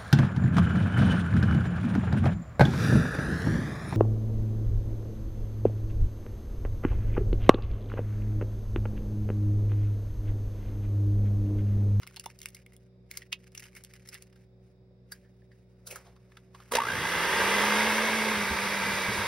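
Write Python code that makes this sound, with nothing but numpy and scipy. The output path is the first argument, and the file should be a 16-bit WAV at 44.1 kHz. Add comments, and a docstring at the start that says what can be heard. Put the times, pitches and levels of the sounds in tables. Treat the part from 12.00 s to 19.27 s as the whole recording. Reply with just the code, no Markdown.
"""A kitchen, close up: fingers pull an eggshell apart, the egg plops into batter, the shell crackles away.
A hand mixer is picked up and switched on; its motor, fed one current pulse per mains cycle, runs up and
whirs; beaters bump the bowl. A fridge hums all along. Clicks and rubbing are shaped noise through rings,
the motor is shaft-locked tones plus gear, air and batter noise, the fridge is wavering sines over noise."""
import sys
import numpy as np
from scipy import signal
from scipy.fft import rfft, irfft, next_fast_len
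from scipy.io import wavfile
from scipy.ndimage import uniform_filter1d, map_coordinates

SR = 44100
rng = np.random.default_rng(int(sys.argv[2]) if len(sys.argv) > 2 else 0)


def put_to_file(sound):
    """Save the sound as 16-bit audio at rate SR, in the file named by the first command-line argument."""
    columns = np.atleast_2d(sound).T  # one column per channel
    safe = np.clip(columns, -1, 1)
    whole_steps = np.round(safe * 32767)
    wavfile.write(sys.argv[1], SR, whole_steps.astype(np.int16))


N = 320607
T_S = np.arange(N) / SR


def amp(db):
    """Gain of a level in dB."""
    return 10 ** (np.asarray(db) / 20)


def unit(x):
    """Scaled to rms 1."""
    return x / np.sqrt(np.mean(x ** 2) + 1e-20)


def along(points, hz):
    """Value at hz, interpolated between (hz, value) points on a log axis."""
    f, v = np.transpose(points)
    return np.interp(np.log(hz + 1), np.log(f + 1), v)


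def curves(rows):
    """One value per sample for each column after the time."""
    s, *cols = np.transpose(rows)
    return [np.interp(T_S, s, c) for c in cols]


def wobble(knots_per_s):
    """Smooth random curve."""
    knots = rng.standard_normal(int(N * knots_per_s / SR) + 4)
    return map_coordinates(knots, [np.arange(N) * knots_per_s / SR])


def filtered(x, response):
    """x times a complex response of frequency."""
    m = next_fast_len(x.shape[-1] + 8192)
    return irfft(rfft(x, m) * response(np.fft.rfftfreq(m, 1 / SR)), m)[..., :x.shape[-1]]


def mode(f, hz, width_hz):
    """Causal resonance of peak gain 1."""
    return 1j * f * width_hz / (hz * hz - f * f + 1j * f * width_hz)


def modes_sum(f, modes):
    """Complex sum of resonances."""
    return sum(amp(db) * mode(f, hz, width_hz) for hz, width_hz, db in modes)


def modes_power(f, modes, widen=1):
    """Sum of squared resonance magnitudes, no phase."""
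    return sum(amp(db) * np.abs(mode(f, hz, widen * width_hz)) ** 2 for hz, width_hz, db in modes)


def noise(gain):
    """Two unrelated noises of one colour, rms 1."""
    return unit(filtered(rng.standard_normal((2, N)), gain))


def coloured(points):
    """Noise pair following (hz, db) points."""
    return noise(lambda f: amp(along(points, f)))


def thuds(rows):
    """Decaying low sines with a soft start; rows: start_s, level_db, pitch_hz, t60_s."""
    out, t = np.zeros(N + 8192), np.arange(8192) / SR
    for s, db, hz, t60 in rows:
        soft_start = 1 - np.exp(-t * hz / 0.22)
        out[round(s * SR):][:len(t)] += amp(db - 60 * t / t60) * np.sin(2 * np.pi * hz * t) * soft_start
    return out[:N]


SNAP = 4.5  # height of the crest sample over the click's noise


def clicks(rows, width_hz, broad_db):
    """Each click is a snap in a brief swell of noise: one ring, a broad snap and a treble part."""
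    out, t = np.zeros((2, N + 8192)), np.arange(-1024, 3072) / SR
    crest = lambda x: x / np.sqrt(uniform_filter1d(2 * x[0] ** 2, size=66).max())
    for s, db, hz, treble_db, ms in rows:
        life_s = np.clip(ms - .9, .4, 40) / 1000
        swell_db = np.where(t < 0, 34 * t, -12 * t) / life_s
        burst = rng.standard_normal((2, len(t))) * amp(swell_db)
        burst[0, t == 0] = SNAP
        middle = filtered(burst, lambda f: mode(f, hz, width_hz) + amp(broad_db) * mode(f, 3000, 3900) ** 2)
        treble = filtered(burst, lambda f: mode(f, 6950, 12000) ** 2)
        click = crest(middle) + amp(treble_db) * crest(treble)
        out[:, round(s * SR):][:, :len(t)] += amp(db) * click
    return out[:, 1024:N + 1024]


# motor run-up and load: time_s, shaft_turns_per_s, level_db
MOTOR = [(4.712, 36, -38), (4.757, 47, -31), (4.803, 90, -36), (4.85, 104, -38), (4.88, 124, -35),
         (4.95, 142, -33.5), (5.02, 164, -32), (5.12, 170, -30.5), (5.22, 174, -29), (5.48, 199, -26),
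         (5.8, 214, -26), (6.1, 219.5, -28.5), (6.28, 216.5, -29.5), (6.5, 196, -31), (6.7, 200, -31),
         (6.95, 197, -30.5), (7.05, 190, -31), (7.27, 184, -31.5)]
FREE_TURNS_PER_S = 229  # current would vanish here
MAINS_HZ, FIRST_PULSE_S, PULSE_RISE_S = 60, 4.7178, .0026  # rise: pulse start to crest
JOLT_S, JOLT_WIDTH_S = 4.757, 0.015  # gears and beaters take up their slack
THROB_GROWS, THROB_LEAST = 3.3, .08  # exponent on current; share left at full speed
TURN_S, TURN_LENGTH_S = 6.06, 0.77  # another side of the mixer turns to the listener
# colour change once turned: freq_hz, gain_db
TURNED_COLOUR = [(1700, -0.5), (2050, 0), (2280, 5.5), (2700, -2), (3250, -2), (3800, 2.5), (4300, 1),
                 (4900, 2), (5700, 0.5)]


def mixer():
    """Shaft, gears, air and batter driven by speed; torque comes in one pulse per mains cycle."""
    speed, level_db = curves(MOTOR)
    current = np.clip(1 - (speed / FREE_TURNS_PER_S) ** 2, .01, 1)  # falls as speed rises
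    turns_rad = 2 * np.pi * np.cumsum(speed) / SR
    since_s = (T_S - FIRST_PULSE_S) % (1 / MAINS_HZ)
    pulse = unit(since_s * np.exp(-since_s / PULSE_RISE_S))
    share = np.maximum(current ** THROB_GROWS, THROB_LEAST)
    throb = lambda part: np.sqrt(1 - part + part * pulse ** 2)
    jolt = np.exp(-((T_S - JOLT_S) / JOLT_WIDTH_S) ** 2)
    out = gears(level_db, jolt) * throb(share)
    out += air(level_db, jolt) * throb(share ** 0.83)
    out += batter(current)
    tones = imbalance(speed, turns_rad) + shaft_orders(speed, level_db, turns_rad)
    tones += buzz(current, pulse) + blades(level_db, turns_rad) + slots(current, pulse, turns_rad)
    out[0] += np.sqrt(2) * tones + bumps()
    turned = np.clip((T_S - TURN_S) / TURN_LENGTH_S + .5, 0, 1)
    other_side = filtered(out, lambda f: amp(along(TURNED_COLOUR, f)))
    out = (1 - turned) * out + turned * other_side
    return out * np.clip((T_S - MOTOR[0][0]) / 0.0016, 0, 1)


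# plastic case modes: freq_hz, width_hz, level_db
CASE_MODES = [(484, 210, -2.5), (917, 109, 0.5), (1160, 210, -10.5), (1611, 120, -2), (1890, 290, -8),
              (2060, 79, -2), (2300, 190, -10), (2600, 87, -10.5), (2820, 120, -5), (3240, 87, -9.5),
              (3395, 140, -5), (3767, 140, -4), (4885, 76, -5), (5760, 120, -6.5)]


def case(f):
    """Gain of the plastic case: resonances over a flat leak."""
    return amp(-12.0) + modes_power(f, CASE_MODES)


# gear noise colour: freq_hz, gain_db
GEAR_COLOUR = [(150, -36), (300, 0), (760, -2), (1300, 4), (2300, -1.5), (3100, -2.5), (9000, -45)]
JOLT_DB = -30


def gears(level_db, jolt):
    """Worm gears mesh unevenly: rattling noise through the case."""
    rattle = amp(0.33 * wobble(25) + 0.87 * wobble(300))
    mesh = filtered(rng.standard_normal((2, N)), lambda f: case(f) * amp(along(GEAR_COLOUR, f)))
    return (amp(level_db) + amp(JOLT_DB) * jolt) * unit(rattle * mesh)


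# fan air colour: freq_hz, gain_db
AIR_COLOUR = [(1500, -12), (3000, -9.5), (4400, -4.5), (7000, -6.5), (11500, -10), (15500, -16.5)]
AIR_DB, JOLT_AIR_DB = -7.5, -30.5  # first is relative to motor level


def air(level_db, jolt):
    """Fan air: hiss partly coloured by the case."""
    gain = amp(level_db + AIR_DB + 0.45 * wobble(23)) + amp(JOLT_AIR_DB) * jolt
    return gain * noise(lambda f: amp(along(AIR_COLOUR, f)) * case(f) ** 0.58)


# batter rumble colour: freq_hz, gain_db
BATTER_COLOUR = [(35, -53), (50, -14), (64, 2), (110, -0.5), (250, 0.5), (500, -70)]
BATTER_DB, BATTER_GROWS = -48.5, 0.42  # level at current 0.14; exponent on current
BATTER_IN_S = 0.4  # beaters sink in


def batter(current):
    """Batter churned by the beaters: low noise growing with the current."""
    sunk = np.clip((T_S - MOTOR[0][0]) / BATTER_IN_S, .1, 1)
    load = (current / 0.14) ** BATTER_GROWS
    return sunk * load * amp(BATTER_DB + 2.5 * wobble(17)) * coloured(BATTER_COLOUR)


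ROCK_HZ, ROCK_WIDTH_HZ, ROCK_DB, ROCK_BASE_DB = 212.5, 24, -38, -9.5
ROCK_DAMPED_S, ROCK_DAMPED_DB = 7.04, -6  # beaters dig in and steady the case


def imbalance(speed, turns_rad):
    """Once-a-turn tone, peaking where the hand-held case rocks."""
    rocking = amp(ROCK_BASE_DB) * (speed / ROCK_HZ) ** 2 + np.abs(mode(speed, ROCK_HZ, ROCK_WIDTH_HZ)) ** 2
    shaft_db = ROCK_DB + ROCK_DAMPED_DB * np.clip((T_S - ROCK_DAMPED_S) / 0.068, 0, 1)
    return rocking * amp(shaft_db + 0.72 * wobble(30)) * np.sin(turns_rad + 0.32 * wobble(30))


# faint shaft-locked tones: cycles_per_turn, level_db (over motor level, at ROCK_HZ turns/s)
ORDERS = [(2, -17), (3, -21), (12, -17)]


def shaft_orders(speed, level_db, turns_rad):
    """Shaft harmonics growing with the cube of speed."""
    tones = sum(amp(level_db + db + 2 * wobble(12)) * np.sin(k * (turns_rad + .08 * wobble(24)))
                for k, db in ORDERS)
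    return (speed / ROCK_HZ) ** 3 * tones


BUZZ_DB, BUZZ_GROWS = -50, 2  # rms at full current; exponent on current


def buzz(current, pulse):
    """Windings buzz at the fourth mains harmonic of the current pulses."""
    harmonic = unit(filtered(pulse, lambda f: mode(f, 4 * MAINS_HZ, 30) ** 2))
    return current ** BUZZ_GROWS * amp(BUZZ_DB) * harmonic


BLADE_DB, BLADE_GROWS = -35.5, 2.06  # at the loudest; dB per dB of motor level


def blades(level_db, turns_rad):
    """Tone of ten fan blades, fading faster than the motor level."""
    blade_db = BLADE_DB + BLADE_GROWS * (level_db - level_db.max())
    return amp(blade_db + 2.5 * wobble(30)) * np.sin(10 * turns_rad + .7 * wobble(60))


SLOTS, SLOT_DB, SLOT_GROWS, SLOT_RISE_S = 12, -24, 2.2, .03  # dB at full current, before the case


def slots(current, pulse, turns_rad):
    """Magnetic pull on rotor slots follows the current and swells where it meets a case mode."""
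    build = 1 - np.exp(-np.maximum(T_S - FIRST_PULSE_S, 0) / SLOT_RISE_S)
    pull = current ** SLOT_GROWS * amp(SLOT_DB + 1.8 * wobble(50)) * build * pulse
    tone = pull * np.sin(SLOTS * turns_rad + 1.4 * wobble(110))
    return filtered(tone, lambda f: case(f) ** 1.2)


# beaters on the bowl: start_s, level_db, thump_hz
BUMPS = [(6.51, -28, 76), (7.086, -29.5, 117), (7.185, -30.5, 98)]
BUMP_T60_S, BUMP_RING_HZ, BUMP_RING_DB = 0.15, 205, 0  # ring dB relative to thump


def bumps():
    """Beaters bump the bowl: a thump and a low ring each."""
    thumps = [(s, db, hz, BUMP_T60_S) for s, db, hz in BUMPS]
    rings = [(s, db + BUMP_RING_DB, BUMP_RING_HZ, BUMP_T60_S) for s, db, hz in BUMPS]
    return thuds(thumps + rings)


SHELL_GONE_S, LIFT_S = 2.5, 3.7  # shell put away; hand leaves the bowl for the mixer


def hands():
    """Shell cracks, egg, handling knocks, rubbing and a low scrape."""
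    out = cracks() + knocks() + rubbing() + scrape()
    out[0] += plop()
    return out


# shell cracks: crest_s, level_db, ring_hz, treble_db, length_ms (level before the shell's rings)
CRACKS = [(0.0175, -59.5, 2900, 5, 5), (0.0328, -42.5, 1270, -25, 5), (0.024, -53, 1230, -25, 30),
          (0.068, -43.5, 1500, -5, 3), (0.0742, -41.5, 2360, 1, 4), (0.11, -54, 1350, -9.5, 5.4),
          (0.1441, -52, 1500, -2.5, 2.8), (0.1625, -42.5, 3570, 4, 3), (0.1677, -38.5, 4300, -6.5, 4.6),
          (0.173, -45, 850, -12, 5.6), (0.1975, -47.5, 3050, 15.5, 3.7), (0.2095, -56, 5080, -3, 2.6),
          (0.2407, -47, 1530, 2.5, 5.8), (0.2599, -39.5, 3500, 6, 4), (0.39, -60, 5070, 16, 4.1),
          (0.4039, -53, 2940, 4.5, 1.9), (0.417, -51, 2400, 15.5, 2.9), (0.431, -50, 3430, 5.5, 8.4),
          (0.4582, -30.5, 2540, 1, 2.6), (0.4871, -61.5, 3490, 20, 4.8), (0.504, -63.5, 2200, 11, 3),
          (0.5482, -54, 2130, 15, 5.8), (0.5673, -49, 2280, -5, 2.7), (0.6637, -49, 2350, -5, 3.7),
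          (0.7225, -57.5, 2010, -8, 4), (0.7348, -61.5, 2180, 5.5, 8.4), (0.7656, -59.5, 3470, 11, 2.4),
          (1.1133, -40.5, 2370, 8.5, 2.8), (1.1387, -52, 2140, 0, 4.3), (1.1734, -39.5, 2350, 12.5, 5.4),
          (1.2207, -42.5, 1900, -23.5, 5.4), (1.2273, -48, 2270, -17, 2.6), (1.3222, -40, 2600, -6, 6.7),
          (1.328, -24.5, 2620, -27, 6), (1.52, -66, 5000, 7.5, 2), (1.5505, -43, 2800, 3.5, 4.9),
          (1.577, -34.5, 5730, -10.5, 6), (1.597, -46, 2600, 4, 6), (1.6037, -49, 2600, 8, 2.1),
          (1.6262, -58.5, 2570, -1, 2.5), (1.6394, -48, 2910, 2, 6.9), (1.6557, -56, 2530, -5, 3.6),
          (1.7518, -53, 2200, 6, 6.1), (1.7654, -50, 2260, 1, 20), (1.8383, -60.5, 5630, 20, 2.9),
          (1.8485, -54, 5540, 14.5, 2.2), (1.9103, -56, 1940, -18, 4.6), (1.9376, -47.5, 2200, 2, 5),
          (2.075, -53.5, 1950, 6, 9.3), (2.089, -48.5, 5250, 10.5, 5.6), (2.1438, -43.5, 5200, 6, 3),
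          (2.15, -42.5, 1880, -10.5, 12), (2.224, -56.5, 2820, 16, 4.3), (2.328, -60, 1690, -14, 6.6),
          (2.36, -59.5, 1570, -8, 9.9)]
# hollow rings of the shell: freq_hz, width_hz, level_db
SHELL_MODES = [(2150, 100, -7), (2800, 130, -12), (5150, 200, -13)]


def cracks():
    """Shell fractures: clicks ringing the hollow shell."""
    snaps = clicks(CRACKS, width_hz=320, broad_db=-13)
    return filtered(snaps, lambda f: 1 + 4 * modes_sum(f, SHELL_MODES))


# egg landing: start_s, level_db, pitch_hz, t60_s
PLOP = [(.2624, -27, 890, .02)]


def plop():
    """Egg lands in batter: one short low ring."""
    return thuds(PLOP)


# bowl and mixer handled, switch last: crest_s, level_db, ring_hz, treble_db, length_ms
KNOCKS = [(3.1213, -34.5, 1720, 6, 10), (3.2494, -59, 1730, -30, 48), (3.4203, -60, 1720, -30, 9),
          (3.5178, -51, 1810, -32, 14), (3.8724, -47, 1410, 11, 16), (3.912, -39, 2600, 2, 24),
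          (3.9594, -34.5, 1420, -3, 10), (4.068, -51, 690, -30, 40), (4.1641, -57, 1170, -29, 11),
          (4.3211, -52.5, 1730, -28, 9.7), (4.3712, -44, 1450, -36, 6.7), (4.549, -42.5, 1010, -29, 12),
          (4.603, -43.5, 1180, -23, 9), (4.6223, -54, 1500, -16, 7.5), (4.6365, -67, 3300, 10, 2),
          (4.722, -25.5, 1020, -3, 13)]
# bowl rings: freq_hz, width_hz, level_db
BOWL_MODES = [(1750, 200, -5), (4730, 50, 5), (5005, 50, 4)]


def knocks():
    """Knocks ring the bowl until the hand leaves it, then stay dry."""
    hits = clicks(KNOCKS, width_hz=340, broad_db=-22)
    lifted = T_S >= LIFT_S
    ringing = filtered(hits * ~lifted, lambda f: 0.5 + modes_sum(f, BOWL_MODES))
    return ringing + hits * lifted


# finger strokes: crest_s, level_db, hold_s
RUBS = [(0.0, -65.5, 0.35), (.45, -65.5, 0.125), (.76, -69.5, 0.024), (1.13, -57, 0.023), (1.34, -69, 0.11),
        (1.58, -60.5, 0.076), (1.76, -56.5, 0.057), (1.94, -65.5, 0.013), (2.04, -61.5, 0.085),
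        (2.13, -54, 0.0066), (2.33, -73.5, 0.086), (2.63, -76, 0.041), (3.12, -64.5, 0.052),
        (3.3, -79, 0.16), (3.53, -75.5, 0.08), (3.7, -78.5, 0.15), (3.915, -51.5, 0.048), (4.08, -74, 0.24),
        (4.3, -71.5, 0.16), (4.55, -63.5, 0.24)]
RUB_RISE_DB_PER_S, RUB_FALL_DB_PER_S = 393.5, 141


def strokes(rows):
    """Each stroke swells, holds and dies away by one rule; gains add in power."""
    def shape_db(s, hold_s):
        rise = RUB_RISE_DB_PER_S * np.minimum(T_S - s, 0)
        return rise - RUB_FALL_DB_PER_S * np.maximum(T_S - s - hold_s, 0)
    return np.sqrt(sum(amp(db + shape_db(s, hold_s)) ** 2 for s, db, hold_s in rows))


# skin rub colour: freq_hz, gain_db
SKIN_COLOUR = [(400, -20.5), (1000, -8.5), (1500, 1), (2150, 4.5), (2800, 0), (3500, -9.5), (5200, -2.5),
               (6500, -4), (16000, -13.5)]
# hollow ring of the mixer handle: freq_hz, width_hz, level_db
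GRIP_MODES = [(1064, 410, 8)]


def rubbing():
    """Skin grains rub and excite whatever is held: shell, bowl, then handle."""
    level = strokes(RUBS) * (T_S < MOTOR[0][0])
    with_shell, lifted = T_S < SHELL_GONE_S, T_S >= LIFT_S
    roughness = np.where(with_shell, 1, .4)  # wet shell crackles, bowl and handle rub smoothly
    grain = amp(roughness * (6 * wobble(70) + 3.5 * wobble(400)))
    out = level * amp(-1.5) * unit(grain * coloured(SKIN_COLOUR))
    with_bowl = ~with_shell & ~lifted
    for held, modes in ((with_shell, SHELL_MODES), (amp(-15.0) * with_bowl, BOWL_MODES),
                        (amp(-6.5) * lifted, GRIP_MODES)):
        ring = noise(lambda f: modes_power(f, modes, widen=2.9))
        out += held * level * amp(modes[0][2] - 6.5) * unit(grain * ring)
    return out


# mixer slides off the counter: time_s, level_db
DRAG = [(3.85, -74), (3.88, -61), (3.93, -51), (3.97, -64), (4.1, -70), (4.2, -73)]


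def scrape():
    """Low sliding scrape: wavering noise around one resonance."""
    return amp(curves(DRAG)[0] + 1.2 * wobble(70)) * noise(lambda f: np.abs(mode(f, 514, 260)) ** 2)


# echo decay: freq_hz, t60_s
KITCHEN_DECAY = [(300, 0.12), (10000, 0.063)]


def kitchen(x):
    """Room echo as decaying noise; each frequency dies at its own speed."""
    hz, t, z = signal.stft(rng.standard_normal((2, SR // 2)), SR, nperseg=256)
    decay = amp(-60 * t / along(KITCHEN_DECAY, hz)[:, None])
    tail = signal.istft(z * decay, SR, nperseg=256)[1]
    late = np.pad(x, (200, 0))[None]  # 200 samples of delay
    return signal.fftconvolve(late, tail / np.linalg.norm(tail[0]), axes=1)[:, :N]


# compressor tones: pitch_hz, level_db (rms)
HUM = [(59.2, -65.5), (118.4, -61), (184, -63.5), (377.5, -66.5), (472.5, -74.5), (572, -79)]
# narrow hiss bands: freq_hz, width_hz, level_db
WHISTLES = [(3700, 400, 2), (4860, 250, 2), (5330, 200, 0)]
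# room hush colour: freq_hz, gain_db
HUSH_COLOUR = [(25, -12), (90, 5), (230, 1), (600, -13.5), (1000, -22), (2400, -23), (2900, -31.5),
               (4400, -33), (6500, -40), (15000, -47)]
HUSH_DB, WHISTLE_DB = -66.5, -85.5


def fridge():
    """Slightly wavering compressor tones and narrow hiss over the room's hush."""
    out = amp(HUSH_DB) * coloured(HUSH_COLOUR)
    out += amp(WHISTLE_DB) * noise(lambda f: modes_power(f, WHISTLES))
    for hz, db in HUM:
        level = np.sqrt(2) * amp(db + 1.26 * wobble(9.9))
        out[0] += level * np.sin(2 * np.pi * hz * T_S + 0.55 * wobble(3.0))
    return out


def ports(pair, alike):
    """Left and right from a shared and an unshared part, mixed to a likeness per frequency."""
    turn = lambda hz: np.arccos(np.clip(along(alike, hz), -1, 1)) / 2
    mid, side = filtered(pair, lambda hz: np.array([np.cos(turn(hz)), np.sin(turn(hz))]))
    return np.array([mid + side, mid - side])


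# left-right likeness of near sources: freq_hz, correlation
NEAR_ALIKE = [(100, .997), (640, .93), (1500, .985), (2700, .7), (4400, .75), (7200, .95), (15000, .86)]
# the same for the fridge and hush: freq_hz, correlation
FAR_ALIKE = [(100, 1), (300, 0.34), (950, 0.091), (15000, 0.12)]


def scene():
    """Hands with their echo and the mixer, over the fridge."""
    near = hands()
    near = near + amp(-13.5) * kitchen(near[0]) + mixer()
    return ports(near, NEAR_ALIKE) + ports(fridge(), FAR_ALIKE)


# left minus right colour: freq_hz, difference_db
TILT = [(90, 1), (380, -3.5), (950, -1), (2700, -2), (5000, -0.5), (15000, 1)]
# left ahead of right: freq_hz, phase_rad
LEAD = [(4900, 0), (7000, 3.05), (7700, 3.25), (10000, 6.15), (10900, 6.4), (13100, 9.3), (14400, 9.55),
        (15800, 12.3)]
TOP_HZ = 15750


def record(dry):
    """Two ports differ in colour and, in the treble, in phase; nothing is kept above the band limit."""
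    side = np.array([[.5], [-.5]])
    f, lead_rad = np.transpose(LEAD)

    def response(hz):
        phase = np.exp(1j * side * np.interp(hz, f, lead_rad))
        return amp(side * along(TILT, hz)) * phase * (hz < TOP_HZ)
    return filtered(dry, response)


dry = scene()
out = record(dry)
put_to_file(out)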